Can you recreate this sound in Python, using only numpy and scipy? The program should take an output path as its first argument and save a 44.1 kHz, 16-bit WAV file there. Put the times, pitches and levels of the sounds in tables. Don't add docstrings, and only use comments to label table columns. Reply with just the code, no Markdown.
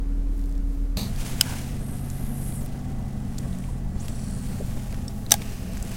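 import sys
import numpy as np
from scipy import signal
from scipy.fft import rfft, irfft
from scipy.io import wavfile

SR = 44100
rng = np.random.default_rng(int(sys.argv[2]) if len(sys.argv) > 2 else 0)


def master_out(mix):
    frames = np.transpose(np.atleast_2d(mix))
    ceiling = np.clip(frames, -1, 1)
    pcm = np.round(ceiling * 32767).astype(np.int16)
    wavfile.write(sys.argv[1], SR, pcm)


N = 262836
TIME = np.arange(N) / SR

# (time [s], speed [turns/s])
SPOOL_SPEED = [(1.8, 64), (2.03, 68), (2.2, 74.3), (2.4, 73.5), (2.58, 49), (2.7, 22), (4.0, 22), (4.2, 32),
               (4.33, 78), (4.5, 85)]
# (loudest at [s], rise and fall [s], pitch [Hz], glide [Hz/s], width [Hz], level [dB])
WHISTLES = [(1.92, .16, 8600, 300, 1301, -53), (1.91, .13, 11200, 1504, 1000, -55),
            (2.32, 0.24, 10000, -4, 720, -54), (2.3, 0.22, 11500, -1500, 1100, -55.5),
            (2.57, 0.047, 8640, -22000, 1800, -49), (4.02, 0.038, 7970, 99998, 1700, -50),
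            (4.25, 0.25, 7930, 1502.5, 800, -55), (4.31, 0.23, 9450, -2500, 1300, -54),
            (4.22, 0.2, 5640, 0, 1050, -58.5), (4.35, 0.34, 4400, -2, 730, -59)]
# (start [s], end [s], level [dB], rise [s], fall [s], centre [Hz], width [Hz])
LINE_RUNS = [(1.721, 2.675, -53.5, 0.18, 0.025, 10660, 4600), (2.35, 2.677, -57, .12, .04, 13700, 4400),
             (3.203, 3.8, -59.5, 0.26, 0.078, 8750, 3400), (3.978, 5.0, -54.5, 0.04, 0.4, 8520, 4600),
             (4.253, 5.0, -59, .25, .25, 13500, 4400)]
# (time [s], level [dB], brightness [Hz])
BAR_HITS = [(1.4096, -21, 20000), (1.4103, -7.5, 5000), (1.4109, -4, 17800), (1.4138, -21, 5000),
            (1.4166, -20.5, 4000)]
# (pitch [Hz], relative level [dB], base fade time [s]); a fade is a 60 dB drop
BAR_RINGS = [(695, -32, 0.0072), (1510, -22.5, 0.017), (2670, -14.5, 0.0083), (3040, -12.5, 0.009),
             (3750, -13.5, 0.0056), (4540, -16, 0.0057), (5080, -3.5, 0.0053), (6130, -13, .005),
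             (6900, -11, 0.0061), (7700, -7.5, 0.0053), (8540, -11.5, 0.0081), (9450, -13, .005),
             (10150, -17, 0.0065), (11960, -22, .004), (13150, -10, 0.0063), (13800, -8.5, 0.0039),
             (15100, -11, 0.0036)]
# (time [s], level [dB], brightness [Hz])
GEAR_HITS = [(5.2970, -33, 20000), (5.3010, -28, 3500), (5.3074, -8, 2950), (5.3160, -9, 15000),
             (5.3190, 8.5, 16000), (5.3230, -13, 4500), (5.3264, -24, 20000), (5.3335, -21, 2500),
             (5.3393, -2.5, 2450), (5.3410, -25, 9000), (5.3470, -26, 3500)]
# (pitch [Hz], relative level [dB], base fade time [s])
GEAR_RINGS = [(704, -31, 0.05), (812, -30, 0.055), (1140, -32, 0.015), (1630, -35, 0.046),
              (2233, -30.5, 0.02), (3020, -21, 0.011), (3280, -25, 0.012), (3770, -12.5, 0.0095),
              (4590, -27, 0.022), (4920, -21, 0.011), (5910, -6, 0.0084), (6340, -15.5, 0.012),
              (7600, -15, 0.013), (8310, -10.5, 0.0068), (8980, -13.5, 0.01), (10470, -17, 0.0088),
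              (12150, -13.5, 0.0089), (13740, -20, 0.012), (14950, -15, 0.007)]
# (time [s], pitch [Hz], level [dB], fade time [s])
HANDLE_KNOCKS = [(5.3412, 790, -17.5, 0.024)]
# (pitch [Hz], level [dB], fade time [s])
FLICK_RINGS = [(3650, -38, 0.019), (4730, -37, .025), (5470, -26.5, 0.02), (7850, -28, .012),
               (8400, -27, .013)]
# (frequency [Hz], relative level [dB])
RASP_COLOUR = [(200, 4), (900, -1.5), (1500, -14), (2800, -6.5), (3200, -14), (3800, 2), (4500, 2.5),
               (5300, -13), (6200, -3.5), (7200, -12), (8200, -7), (9700, -14.5), (12500, -8), (15800, -17)]
# (fastest at [s], level [dB], rise [s], fall [s])
CRANK_PUSHES = [(5.48, -49, 0.15, .17), (5.76, -50, 0.11, .04), (5.96, -48, 0.046, .05)]
# (pitch [Hz], width [Hz], relative level [dB])
REEL_RINGS = [(1820, 410, -5), (2640, 990, 3), (5200, 3100, 3), (8100, 1200, -3.5), (13000, 5000, 0.5)]
# (time [s], relative level [dB], pitch [Hz], width [Hz], snap [share])
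TICKS = [(1.161, -30.5, 5470, 3000, 0.26), (1.538, -25, 950, 400, .05), (1.574, -27.5, 2680, 700, .1),
         (2.101, -26, 6960, 1400, .15), (2.524, -30.5, 1300, 900, .3), (2.661, -31.5, 11500, 6000, 0.5),
         (2.792, -42, 6270, 2000, .3), (3.3823, -26, 5000, 1600, .2), (3.386, -25, 6700, 1503, 0.38),
         (3.529, -35, 3750, 400, .1), (3.586, -31.5, 7800, 1100, .15), (3.64, -34.5, 2500, 400, .2),
         (4.0824, -26, 3000, 3000, .45), (4.926, -29, 1500, 2000, 0.6), (4.944, -30, 1700, 1200, .25),
         (5.264, -33.5, 4120, 700, 0.79), (5.4194, -26, 2600, 2200, .3), (5.771, -26, 1793, 584, .2),
         (5.826, -24, 8000, 2000, 0.47)]
# (start [s], end [s], relative level [dB], typical pitch [Hz])
FIDGETS = [(0.363, 0.591, -43, 6400), (5.73, 5.91, -34.5, 8040)]
# (fastest at [s], level [dB], rise [s], fall [s])
FINGER_SLIDES = [(.39, -62, 0.11, 0.21), (.73, -62, 0.086, 0.16), (5.2, -54, 0.18, 0.12)]
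# (centre [Hz], width [Hz], relative level [dB])
SWISH_BANDS = [(788, 520, 4), (1560, 380, -1), (2580, 600, -14)]
# (fastest at [s], level [dB], rise [s], fall [s])
ARM_MOVES = [(1.08, -46, 0.066, 0.19), (1.21, -41, 0.037, 0.04), (1.272, -46, 0.017, .014),
             (1.28, -37.5, 0.066, 0.074), (1.47, -39.5, 0.18, 0.24), (1.51, -39.5, 0.053, 0.015),
             (1.575, -48, 0.016, .02), (2.3, -51, 1, 1), (3.52, -52, 0.38, 0.36), (4.06, -50, 0.099, 0.22),
             (4.7, -48, 0.59, 0.51), (5.42, -47, 0.14, 0.43), (5.95, -45, 0.18, 0.085)]
# (frequency [Hz], relative level [dB])
SLEEVE_COLOUR = [(300, 6), (700, 0), (1500, 2), (2600, 2), (4400, -2), (5600, -0.5), (7800, -1),
                 (10000, -1), (12000, -6.5), (15800, -7.5)]
# (time [s], blade rate [Hz])
BLADE_RATE = [(1.1, 129.1), (1.6, 132.9), (2.35, 135.2), (3.7, 131.2), (5.05, 125.8), (5.96, 111.4)]
# (pitch [times the blade rate], relative level [dB])
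FAST_TONES = [(0.635, -5), (1, 0), (1.73, -8), (2, -13.5), (2.329, -23)]
# (pitch [times the blade rate], level [dB], loudest at [s], rise and fall [s])
WHINES = [(5.75, -53, 2.9, 0.26), (5.4, -58.5, 1.4, 3.3), (15.05, -66, 2.4, 2.6), (6.37, -59, 5.05, 0.27)]
# (pitch [Hz], level [dB], loudest at [s], rise [s], fall [s])
PANEL_DRONES = [(665, -53.5, 5.8, 0.3, .6), (422, -56.5, 5.6, 0.43, .3)]
# (pitch [Hz], width [Hz], level [dB])
HULL_RINGS = [(39.4, 6.1, -38.5), (85, 7.4, -47.5), (100.2, 18, -43), (183.6, 6.9, -42.5),
              (208.5, 6.3, -43), (247.1, 26, -47.5), (668, 9.4, -61.5), (811, 84, -60.5),
              (1128, 110, -65.5)]
# (frequency [Hz], relative level [dB])
CHURN_COLOUR = [(12, 5), (58, -1), (100, -9), (150, -7.5), (240, -12.5), (340, -20), (560, -23),
                (820, -26.5), (1000, -33), (1900, -36.5), (2500, -59), (4000, -55.5), (9600, -89),
                (15800, -78)]
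# (pitch [times the shaft speed], level [dB])
SLOW_TONES = [(2, -45), (4, -48.5), (4.72, -57.5), (7, -40.5), (11.5, -61)]
# (frequency [Hz], relative level [dB])
CALM_COLOUR = [(15, -1), (40, -1.5), (75, -5.5), (105, -13.5), (140, -17), (190, -8.5), (240, -19),
               (340, -20), (520, -27), (900, -34.5), (1500, -38.5), (3200, -47.5), (9000, -49.5),
               (15800, -56.5)]
# (time [s], pitch [Hz], level [dB], fade time [s])
GULPS = [(2.635, 613, -26.5, 0.031), (2.99, 963, -39, 0.076), (3.685, 972, -31, 0.049),
         (4.599, 408, -22, 0.073), (4.606, 575, -14, 0.027), (4.615, 436.4, -16, 0.026)]


def spool():
    speed = curve(SPOOL_SPEED)
    turn = angle(speed) + 0.47 * drift(18.3)
    chirp = 1 + 0.015 * np.cos(turn) + 0.008 * drift(64)
    song = band(182 * speed * chirp, width_hz=1000)
    whir = amp(-55) * swell(2.46, 0.33, 0.19) * song * throb(turn, depth_db=3.5)
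    for s, length, hz, glide, width, db in WHISTLES:
        whistle = band((hz + glide * (TIME - s)) * chirp, width)
        whir += amp(db) * swell(s, length, length) * whistle * throb(turn, depth_db=3.5)
    for start, end, db, rise, fall, hz, width in LINE_RUNS:
        run = np.clip(np.minimum((TIME - start) / rise, (end - TIME) / fall), 0, 1)
        whir += amp(db) * run * band(hz, width) * throb(turn, depth_db=2.0)
    return whir


def latch(hits, rings, build_s, ring_db, damping, crack_db, crack_s, rattle_db, rattle_s,
          detune, uneven_db):
    t, out = np.arange(SR // 8) / SR, np.zeros(N)
    crack_band = signal.butter(1, [1730, 12900], "band", fs=SR)
    for s, hit_db, bright_hz in hits:
        contact_s = build_s + 2.8 / bright_hz
        build, age = np.minimum(t / contact_s, 1), np.maximum(t - contact_s, 0)
        dulling = signal.butter(2, min(bright_hz, 0.45 * SR), fs=SR)
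        ring = np.zeros(len(t))
        for hz, db, fade_s in rings:
            level_db = ring_db + db + uneven_db * rng.uniform(-1.46, 1)
            pitch = hz * (1 + detune * rng.standard_normal())
            wave = np.sin(2 * np.pi * (pitch * t + rng.random()))
            ring += amp(level_db - 60 * damping * age / fade_s) * wave
        grit = amp(crack_db - 60 * age / crack_s) + amp(rattle_db - 60 * age / rattle_s)
        crack = grit * signal.lfilter(*crack_band, rng.standard_normal(len(t)))
        add(out, s, amp(hit_db) * (signal.lfilter(*dulling, build * ring) + build * crack))
    return out


def reel_clicks():
    bar = latch(BAR_HITS, BAR_RINGS, build_s=0.00033, ring_db=5.5, damping=1.02, crack_db=-3.5,
                crack_s=0.0047, rattle_db=-39, rattle_s=0.031, detune=0.013, uneven_db=0)
    gears = latch(GEAR_HITS, GEAR_RINGS, build_s=0.00042, ring_db=0.5, damping=0.86, crack_db=-11,
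                  crack_s=0.0046, rattle_db=-29, rattle_s=0.089, detune=0.0036, uneven_db=2.5)
    flick = pings([(5.0805, *ring) for ring in FLICK_RINGS], attack_s=0.0005)
    return bar + gears + flick + pings(HANDLE_KNOCKS, attack_s=0.00055)


def line_rasp(start_s=0.9715):
    jerk_db = 4.5 * np.exp(-abs(TIME - start_s) / 0.0037)
    gain = swell(start_s, rise_s=0.001, fall_s=0.085) * amp(-31.5 + jerk_db + 0.57 * drift(120))
    return gain * colour(rng.standard_normal(N), RASP_COLOUR)


def crank():
    grind = sum(amp(db) * band(hz, width) for hz, width, db in REEL_RINGS)
    return strokes(CRANK_PUSHES) * unit(grind * amp(0.88 * drift(150)))


def tick(db, hz, width_hz, snap=0.35, fade_s=0.013):
    t = np.arange(SR // 20) / SR
    noise = rng.standard_normal(len(t))
    ring = unit(signal.lfilter(*signal.iirpeak(hz, hz / width_hz, fs=SR), noise))
    return amp(db - 6.5 - 60 * t / fade_s) * (ring + snap * noise)


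def handling_ticks(gap_s=0.022):
    out = np.zeros(N)
    for s, *touch in TICKS:
        add(out, s, tick(*touch))
    for start, end, db, hz in FIDGETS:
        for k, (late, pitch) in enumerate(rng.uniform(-0.71, 1, size=(12, 2))):
            s = start + (k + 0.5 + 0.5 * late) * gap_s
            if s < end:
                add(out, s, tick(db, hz * 2 ** (0.6 * pitch), width_hz=3700))
    return out


def skin_rubs():
    fingers = strokes(FINGER_SLIDES) * band(10400, width_hz=16000)
    brake = amp(-45) * swell(2.507, rise_s=0.15, fall_s=0.095) * band(9700, width_hz=4400)
    return (fingers + brake) * amp(1.3 * drift(90))


def cast_swish():
    flaps = sum(amp(db + 2.7 * drift(70)) * band(hz, width) for hz, width, db in SWISH_BANDS)
    return amp(-40.5) * swell(1.484, rise_s=0.045, fall_s=0.066) * unit(flaps)


def rod_gust():
    return amp(-22.5) * swell(1.17, rise_s=0.06, fall_s=0.06) * np.sin(angle(hz=28.1))


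def sleeve(rest_db=-61):
    gain = np.hypot(strokes(ARM_MOVES), amp(rest_db))
    slips = rng.standard_normal(N) + 0.58 * grains(per_s=2200, spread_db=-1.0)
    return gain * amp(1.1 * drift(45)) * colour(slips, SLEEVE_COLOUR)


def fast_motor(cruise_hz=135, db_per_octave=23):
    blade_hz = curve(BLADE_RATE)
    level_db = -35.5 + db_per_octave * np.log2(blade_hz / cruise_hz)
    hum = sum(tone(angle(k * blade_hz) + 0.34 * drift(2.5), level_db + db, flutter_db=1.0)
              for k, db in FAST_TONES)
    for k, db, s, length in WHINES:
        turn = angle(k * blade_hz) + 0.1 * k * drift(11.7)
        hum += tone(turn, db, flutter_db=2.5) * swell(s, length, length)
    for hz, db, s, rise, fall in PANEL_DRONES:
        hum += tone(angle(hz) + 0.3 * drift(8), db, flutter_db=4.0) * swell(s, rise, fall)
    return hum


def slow_motor():
    shaft_hz = 39.66 * (1 + 0.0018 * drift(2.6))
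    hum = tone(angle(shaft_hz), db=-24, flutter_db=1.1)
    return hum + sum(tone(angle(k * shaft_hz), db, flutter_db=2.0) for k, db in SLOW_TONES)


def churning_water():
    boom = sum(amp(db) * band(hz, width) for hz, width, db in HULL_RINGS)
    churn = colour(rng.standard_normal(N) * amp(1.55 * drift(29)), CHURN_COLOUR)
    return boom + amp(-32) * churn


def calm_water():
    return amp(-35.5) * colour(rng.standard_normal(N), CALM_COLOUR)


def pings(rows, attack_s):
    t, out = np.arange(SR // 8) / SR, np.zeros(N)
    for s, hz, db, fade_s in rows:
        gain = amp(db - 60 * t / fade_s) * (1 - np.exp(-t / attack_s))
        add(out, s, gain * np.sin(2 * np.pi * hz * t))
    return out


def throb(turn, depth_db):
    pulse = np.sin(turn + 0.5 * drift(18))
    return unit(amp(depth_db * pulse + drift(60)))


def tone(turn, db, flutter_db):
    return amp(db) * unit(np.sin(turn) * amp(flutter_db * drift(45)))


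def band(hz, width_hz):
    turn = angle(hz)
    return unit(drift(width_hz / 2) * np.cos(turn) + drift(width_hz / 2) * np.sin(turn))


def grains(per_s, spread_db):
    size = amp(spread_db * np.minimum(rng.exponential(1, N), 4))
    return unit(size * rng.standard_normal(N) * (rng.random(N) < per_s / SR))


def colour(x, points):
    point_hz, db = np.transpose(points)
    hz = np.fft.rfftfreq(N, 1 / SR)
    gain = amp(np.interp(np.log(hz + 1), np.log(point_hz + 1), db))
    return unit(irfft(rfft(x) * gain, N))


def drift(rate_hz):
    hz = np.fft.rfftfreq(N, 1 / SR)
    return unit(irfft(rfft(rng.standard_normal(N)) / (1 + (hz / rate_hz) ** 4), N))


def angle(hz):
    return 2 * np.pi * (np.cumsum(hz * np.ones(N)) / SR + rng.random())


def strokes(rows):
    return np.sqrt(sum((amp(db) * swell(s, rise, fall)) ** 2 for s, db, rise, fall in rows))


def swell(s, rise_s, fall_s):
    return np.exp(-((TIME - s) / np.where(TIME < s, rise_s, fall_s)) ** 2)


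def curve(points):
    return np.interp(TIME, *np.transpose(points))


def add(mix, s, sound):
    part = mix[round(s * SR):][:len(sound)]
    part += sound[:len(part)]


def unit(x):
    return x / np.sqrt(np.mean(x ** 2) + 1e-20)


def amp(db):
    return 10 ** (np.asarray(db) / 20)


def scene(cut_s=0.969):
    after = np.clip((TIME - cut_s) / 0.002, 0, 1)
    boat = (1 - after) * (slow_motor() + calm_water()) + after * (fast_motor() + churning_water())
    boat += pings(GULPS, attack_s=0.0077)
    angler = after * sleeve() + rod_gust() + cast_swish() + skin_rubs() + handling_ticks()
    reel = spool() + line_rasp() + crank()
    clicks = reel_clicks()
    side = 0.07 * np.gradient(clicks)
    return reel + angler + boat + np.array([clicks + side, clicks - side])


def record(dry):
    clipped = np.clip(dry, -0.95, 0.95)
    treble_cut = signal.firwin(511, 16000, window=("kaiser", 9), fs=SR)
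    return signal.oaconvolve(clipped, treble_cut[None], "same")


dry = scene()
out = record(dry)
master_out(out)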